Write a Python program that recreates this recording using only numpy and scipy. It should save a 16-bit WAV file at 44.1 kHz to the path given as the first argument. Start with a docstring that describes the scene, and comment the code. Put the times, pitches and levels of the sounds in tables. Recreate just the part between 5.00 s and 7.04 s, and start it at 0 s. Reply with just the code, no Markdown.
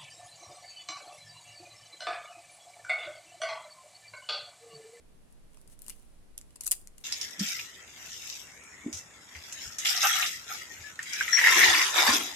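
"""Plastic beads woven by hand

Faceted beads click close to the microphones in a small quiet room: the thread slides and nudges
single beads, then a finger regrips the piece and they clatter. Each click is a chatter of contacts
exciting a bright bead resonance and the duller modes of the woven piece. Rubbing is shaped noise,
hand shifts are low filtered noise; echoes are decaying noise over a room tone of rumble and hiss."""
import sys
import numpy as np
from scipy import signal
from scipy.fft import rfft, irfft
from scipy.io import wavfile

SR = 44100
rng = np.random.default_rng(int(sys.argv[2]) if len(sys.argv) > 2 else 0)


def master(y):
    """Save y as 16-bit WAV."""
    cut = np.clip(np.atleast_2d(y).T, -1, 1)
    pcm = np.round(cut * 32767)  # scale
    wavfile.write(sys.argv[1], SR, pcm.astype(np.int16))


N = 89919


def from_db(db):
    """Logarithmic level: decibels to amplitude gain."""
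    return 10 ** (np.asarray(db) / 20)


def unit(x):
    """Energy normalization: scale each channel to energy 1."""
    return x / np.sqrt(np.sum(x ** 2, axis=-1, keepdims=True) + 1e-20)


def panned(db):
    """Constant-power panning: gains for a left-minus-right level difference."""
    gains = from_db(np.array([[db / 2], [-db / 2]]))
    return gains / np.sqrt(np.mean(gains ** 2))


def coloured(x, points):
    """Spectral shaping: weight the spectrum of noise, then set its rms to 1."""
    hz, db = np.transpose(points)
    size = x.shape[-1]
    f = np.maximum(np.fft.rfftfreq(size, 1 / SR), 1)
    gain = from_db(np.interp(np.log(f), np.log(hz), db))
    return unit(irfft(rfft(x) * gain, size)) * np.sqrt(size)


def resonance(x, hz, width_hz):
    """Simple resonator: a pole pair rings at one frequency, with gain 1 on top."""
    r = np.exp(-np.pi * width_hz / SR)
    zeros = np.array([1, 0, -1]) * (1 - r * r) / 2
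    poles = [1, -(1 + r * r) * np.cos(2 * np.pi * hz / SR), r * r]
    return signal.lfilter(zeros, poles, x + 1e-18)


def grains(grain_db, size):
    """Random impact excitation: dense contacts of uneven strength at two microphones."""
    return rng.standard_normal((2, size)) * from_db(grain_db * rng.standard_normal(size))


PING_WIDTH_HZ, PING_LOW_HZ = 4640, 4400  # resonance width, low cut
CHATTER_GRAIN_DB = 0.5  # unevenness of the contacts in a click
CHATTER_RISE = 0.2  # contacts build up over this share of their decay time
HARD_CLICK_DB, DULLING_HZ = -13, 1370  # clicks below this level lose up to this much of their top
# highest top cutoff of the pings, duller on the right: (left [Hz], right [Hz])
PING_TOPS = (13700, 11560)
# bead clicks, ping level over one millisecond: (time [s], level [dB], ping frequency [Hz],
# knock relative to ping [dB], knock frequency [Hz], left-right difference of ping [dB], chatter decay [s])
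BEAD_CLICKS = [(.324, -55.5, 10500, -26, 3000, 4, 0.0022), (.533, -61, 8500, -3, 2200, 3, .001),
               (0.545, -56.5, 10400, -3, 2600, 7, 0.00098), (0.5715, -53, 8800, -1.5, 990, 1, 0.0015),
               (.6145, -51.5, 9700, -22, 3000, 4, 0.00049), (0.6756, -47.5, 10600, -12, 5460, 5, 0.0016),
               (0.7911, -46, 10400, -21, 2600, 3, .001), (0.8197, -37.5, 11200, -29, 2600, 27, 0.00018),
               (0.845, -49, 10200, -25, 2600, 4, .00037), (0.8646, -41.5, 10000, -14.5, 2580, 19, 0.0005),
               (0.882, -32, 10300, -15.5, 970, 6, 0.00052), (0.8937, -46, 10000, -8, 5500, -13, 0.00075),
               (0.897, -31, 10500, -12.5, 2700, 9, 0.00024), (0.9, -38, 9950, -5, 2720, 1, 0.0011),
               (.9028, -36.5, 10200, -10, 2400, 7, .001), (0.913, -51.5, 10100, -6, 2760, 11, 0.00048),
               (.918, -54, 9000, 3, 2790, 2, .011), (1.3767, -44, 10000, -20, 2000, -19, 0.00037),
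               (1.3792, -30.5, 10200, -10.5, 4040, 2.5, 0.00036),
               (1.4132, -43.5, 8700, -9.5, 3340, 1, 0.00023), (1.506, -55, 8700, -5, 3000, 0, 0.0015),
               (1.5572, -44.5, 8800, -5.5, 5750, 0, 0.0024), (1.5605, -40.5, 9000, -11.5, 1010, 4, 0.00089),
               (1.608, -31, 9400, -12.5, 6100, 39, 0.0015), (1.611, -30.5, 9800, -17.5, 1010, -3, 0.00052),
               (1.6361, -35.5, 8950, -20, 5500, 2, 0.00033), (1.639, -41, 9300, -14, 2200, 3, .00084),
               (1.644, -35, 9000, -23, 5500, 14, 0.0046), (1.6591, -34, 9400, -21, 1500, 2, 0.00091),
               (1.664, -28, 9200, -20, 1500, -18, 0.00068), (1.667, -20.5, 10400, -22, 1300, 23, 0.0014),
               (1.675, -22, 9800, -13, 5300, 2.5, 0.0016), (1.6777, -24.5, 9500, -26, 1220, 19, 0.0013),
               (1.712, -16.5, 9000, -18, 4280, -5.5, 0.00028),
               (1.7161, -15.5, 9600, -23, 5440, -2.5, 0.00091),
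               (1.7171, -15, 10400, -15.5, 3270, 46, 0.0011), (1.719, -33.5, 9400, -11, 1210, -8, 0.0044),
               (1.7227, -25, 8400, -13, 3420, -18, 0.0017), (1.7258, -21.5, 9200, -21.5, 3360, 21, 0.0019),
               (1.738, -42, 9300, -5.5, 3080, 13, 0.0011), (1.752, -40, 9900, -24, 5400, -1, .0007),
               (1.7635, -46, 9600, -13, 5400, 4, .0005), (1.8732, -38.5, 8300, -13.5, 3530, 4, 0.00042),
               (1.9806, -42, 9050, -12, 2350, 7, 0.0025), (2.012, -55, 10100, -10, 2580, 12, .0015)]


def bead_clicks():
    """Impact excitation: a brief chatter of contacts rings the bead and knocks the woven piece."""
    size = SR // 10
    out, t = np.zeros((2, N + size)), np.arange(size) / SR
    millisecond = SR / 1000  # in samples
    low_cut = signal.butter(2, PING_LOW_HZ, "high", fs=SR, output="sos")
    for s, db, hz, knock_db, knock_hz, pan_db, chatter_s in BEAD_CLICKS:
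        build_up = 1 - np.exp(-t / (CHATTER_RISE * chatter_s))
        contacts = grains(CHATTER_GRAIN_DB, size) * np.exp(-t / chatter_s) * build_up
        ping = signal.sosfilt(low_cut, resonance(contacts, hz, PING_WIDTH_HZ))

        # softer contacts are duller
        softness = max(1 - from_db(db - HARD_CLICK_DB), 0)
        tops = np.minimum(np.array(PING_TOPS) - DULLING_HZ * softness, SR / 2 - 1)
        sides = [signal.sosfilt(signal.butter(4, top, fs=SR, output="sos"), side)
                 for top, side in zip(tops, ping)]
        ping = unit(np.array(sides)) * panned(pan_db)

        body = from_db(knock_db) * knock(contacts.sum(axis=0), knock_hz)
        i = int(s * SR)
        out[:, i:i + size] += from_db(db) * np.sqrt(millisecond) * (ping + body)
    return out[:, :N]


GRIP_DETUNE, GRIP_SPREAD_DB = 0.066, -5.5  # random spread of mode pitch [log ratio] and level
PIECE_DB = -1  # the whole piece against the struck spot
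SPOT_Q = 3.5  # sharpness of the struck spot's resonance
KNOCK_LOW_HZ, KNOCK_LAG_S = 810, .00007  # low cut, lag of the right side
# modes of the woven piece, before the spread: (frequency [Hz], relative level [dB], 60 dB decay [s])
PIECE_MODES = [(1070, -29, 0.015), (1520, -16, 0.0046), (2140, -14, 0.0023), (2670, 8, 0.008),
               (3320, 5, 0.008), (4340, 6.5, 0.024), (5190, 9.5, 0.011)]


def knock(push, spot_hz):
    """Modal synthesis: the struck spot rings with the damped modes, later on the right side."""
    modes = 0
    for hz, db, t60 in PIECE_MODES:
        # every bead is held a little differently
        gain = from_db(db + GRIP_SPREAD_DB * rng.standard_normal())
        mode_hz = hz * np.exp(GRIP_DETUNE * rng.standard_normal())
        width_hz = np.log(1000) / (np.pi * t60)
        modes = modes + gain * unit(resonance(push, mode_hz, width_hz))
    spot = unit(resonance(push, spot_hz, spot_hz / SPOT_Q))
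    rings = spot + from_db(PIECE_DB) * unit(modes)
    low_cut = signal.butter(2, KNOCK_LOW_HZ, "high", fs=SR, output="sos")
    rings = unit(signal.sosfilt(low_cut, rings))
    t = np.arange(len(push)) / SR
    return np.array([rings, np.interp(t - KNOCK_LAG_S, t, rings, left=0)])


RUB_GRAIN_DB = 8.5  # unevenness of the friction grains
# rubs of thread and beads: (time of peak [s], rise [s], fall [s], level [dB], left-right difference [dB])
THREAD_RUBS = [(.31, 0.014, 0.042, -73, 7), (.57, 0.054, 0.083, -69.5, -4), (.728, 0.032, 0.017, -59, 3.5),
               (.85, 0.045, 0.11, -62.5, -5), (.89, 0.016, 0.03, -57.5, 14), (1.0, 0.17, 0.2, -71.5, 5),
               (1.53, 0.14, 0.063, -75, 0), (1.639, 0.026, 0.022, -52.5, -12),
               (1.722, 0.0097, 0.012, -36.5, -5.5), (2.02, 0.037, 0.016, -62, 2)]
# spectrum of the rubbing: (frequency [Hz], relative level [dB])
RUB_SPECTRUM = [(500, -8), (2000, -7.5), (5000, -6), (8000, 1.5), (10500, 4), (13000, -7), (16000, -12)]


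def thread_rubs():
    """Stick-slip friction: fine uneven noise swells and fades with each pull."""
    t = np.arange(N) / SR
    level = 0
    for s, rise, fall, db, pan_db in THREAD_RUBS:
        swell = np.exp(-((t - s) / np.where(t < s, rise, fall)) ** 2)
        level = level + from_db(db) * panned(pan_db) * swell
    return level * coloured(grains(RUB_GRAIN_DB, N), RUB_SPECTRUM)


SHIFT_S, SHIFT_HZ, SHIFT_WIDTH_HZ = 0.03, 222, 220  # swell time, centre, width of each filter pass
# hand shifts on the piece: (time [s], level [dB])
HAND_SHIFTS = [(.68, -64.5), (.88, -64), (.98, -69)]


def hand_shifts():
    """Band-limited noise: soft low surges as the hands move, filtered by two equal resonances."""
    t = np.arange(N) / SR
    level = sum(from_db(db) * np.exp(-((t - s) / SHIFT_S) ** 2) for s, db in HAND_SHIFTS)
    noise = rng.standard_normal((2, N)) + rng.standard_normal(N)  # partly shared by both sides
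    for _ in range(2):
        noise = resonance(noise, SHIFT_HZ, SHIFT_WIDTH_HZ)
    return level * np.sqrt(N) * unit(noise)


ECHO_GRAIN_DB = 9  # unevenness of the single echoes


def reflections(x, colour, level_db, t60, delay_s):
    """Diffuse reflection: delayed, exponentially decaying echoes, different on each side."""
    t = np.arange(SR // 2) / SR
    echoes = coloured(grains(ECHO_GRAIN_DB, len(t)), colour)
    tail = echoes * from_db(-60 * t / t60) * (t > delay_s)
    return from_db(level_db) * signal.fftconvolve(x, unit(tail), axes=1)[:, :N]


# spectrum of the echoes from hands and table: (frequency [Hz], relative level [dB])
NEAR_SPECTRUM = [(500, 0.5), (1500, 2), (3000, 6), (6000, -1), (10000, 1.5), (15000, -1.5)]


def near_reflections(x):
    """Early reflection: hands and table scatter the sound almost at once."""
    return reflections(x, NEAR_SPECTRUM, level_db=-8, t60=0.065, delay_s=0.00075)


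# spectrum of the room's echoes: (frequency [Hz], relative level [dB])
ROOM_SPECTRUM = [(500, 10.5), (1500, -2.5), (3000, -1.5), (6000, -0.5), (10000, 0.5), (13000, -5.5),
                 (16000, 3)]


def room_reflections(x):
    """Reverberation: the small room answers later and dies away more slowly."""
    return reflections(x, ROOM_SPECTRUM, level_db=-16.5, t60=0.29, delay_s=0.0073)


FLOOR_DB, FLOOR_PAN_DB = -54, -2  # level, left-right difference
FLOOR_LIKENESS = 0.17  # shared noise against each side's own
# spectrum of room tone and hiss: (frequency [Hz], relative density [dB per Hz])
FLOOR_SPECTRUM = [(8.8, -25), (15, 7.5), (33, -14), (65, -12), (86, -21.5), (175, -19.5), (262, -23),
                  (469, -28), (543, -29.5), (592, -29), (917, -35.5), (6290, -45), (10600, -41.5),
                  (16000, -63.5)]


def room_tone():
    """Stationary noise: low rumble and faint hiss, mostly uncorrelated left and right."""
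    noise = rng.standard_normal((2, N)) + FLOOR_LIKENESS * rng.standard_normal(N)
    return from_db(FLOOR_DB) * panned(FLOOR_PAN_DB) * coloured(noise, FLOOR_SPECTRUM)


def scene():
    """Superposition: beads and thread with their echoes, then hand shifts and room tone."""
    work = bead_clicks() + thread_rubs()
    work = work + near_reflections(work)
    return work + room_reflections(work) + hand_shifts() + room_tone()


def record(dry):
    """Low-pass filtering: an elliptic filter cuts the top steeply."""
    top_cut = signal.ellip(10, .2, 80, 16200, fs=SR, output="sos")  # order, ripple dB, stop dB, Hz
    return signal.sosfilt(top_cut, dry)


dry = scene()
out = record(dry)
master(out)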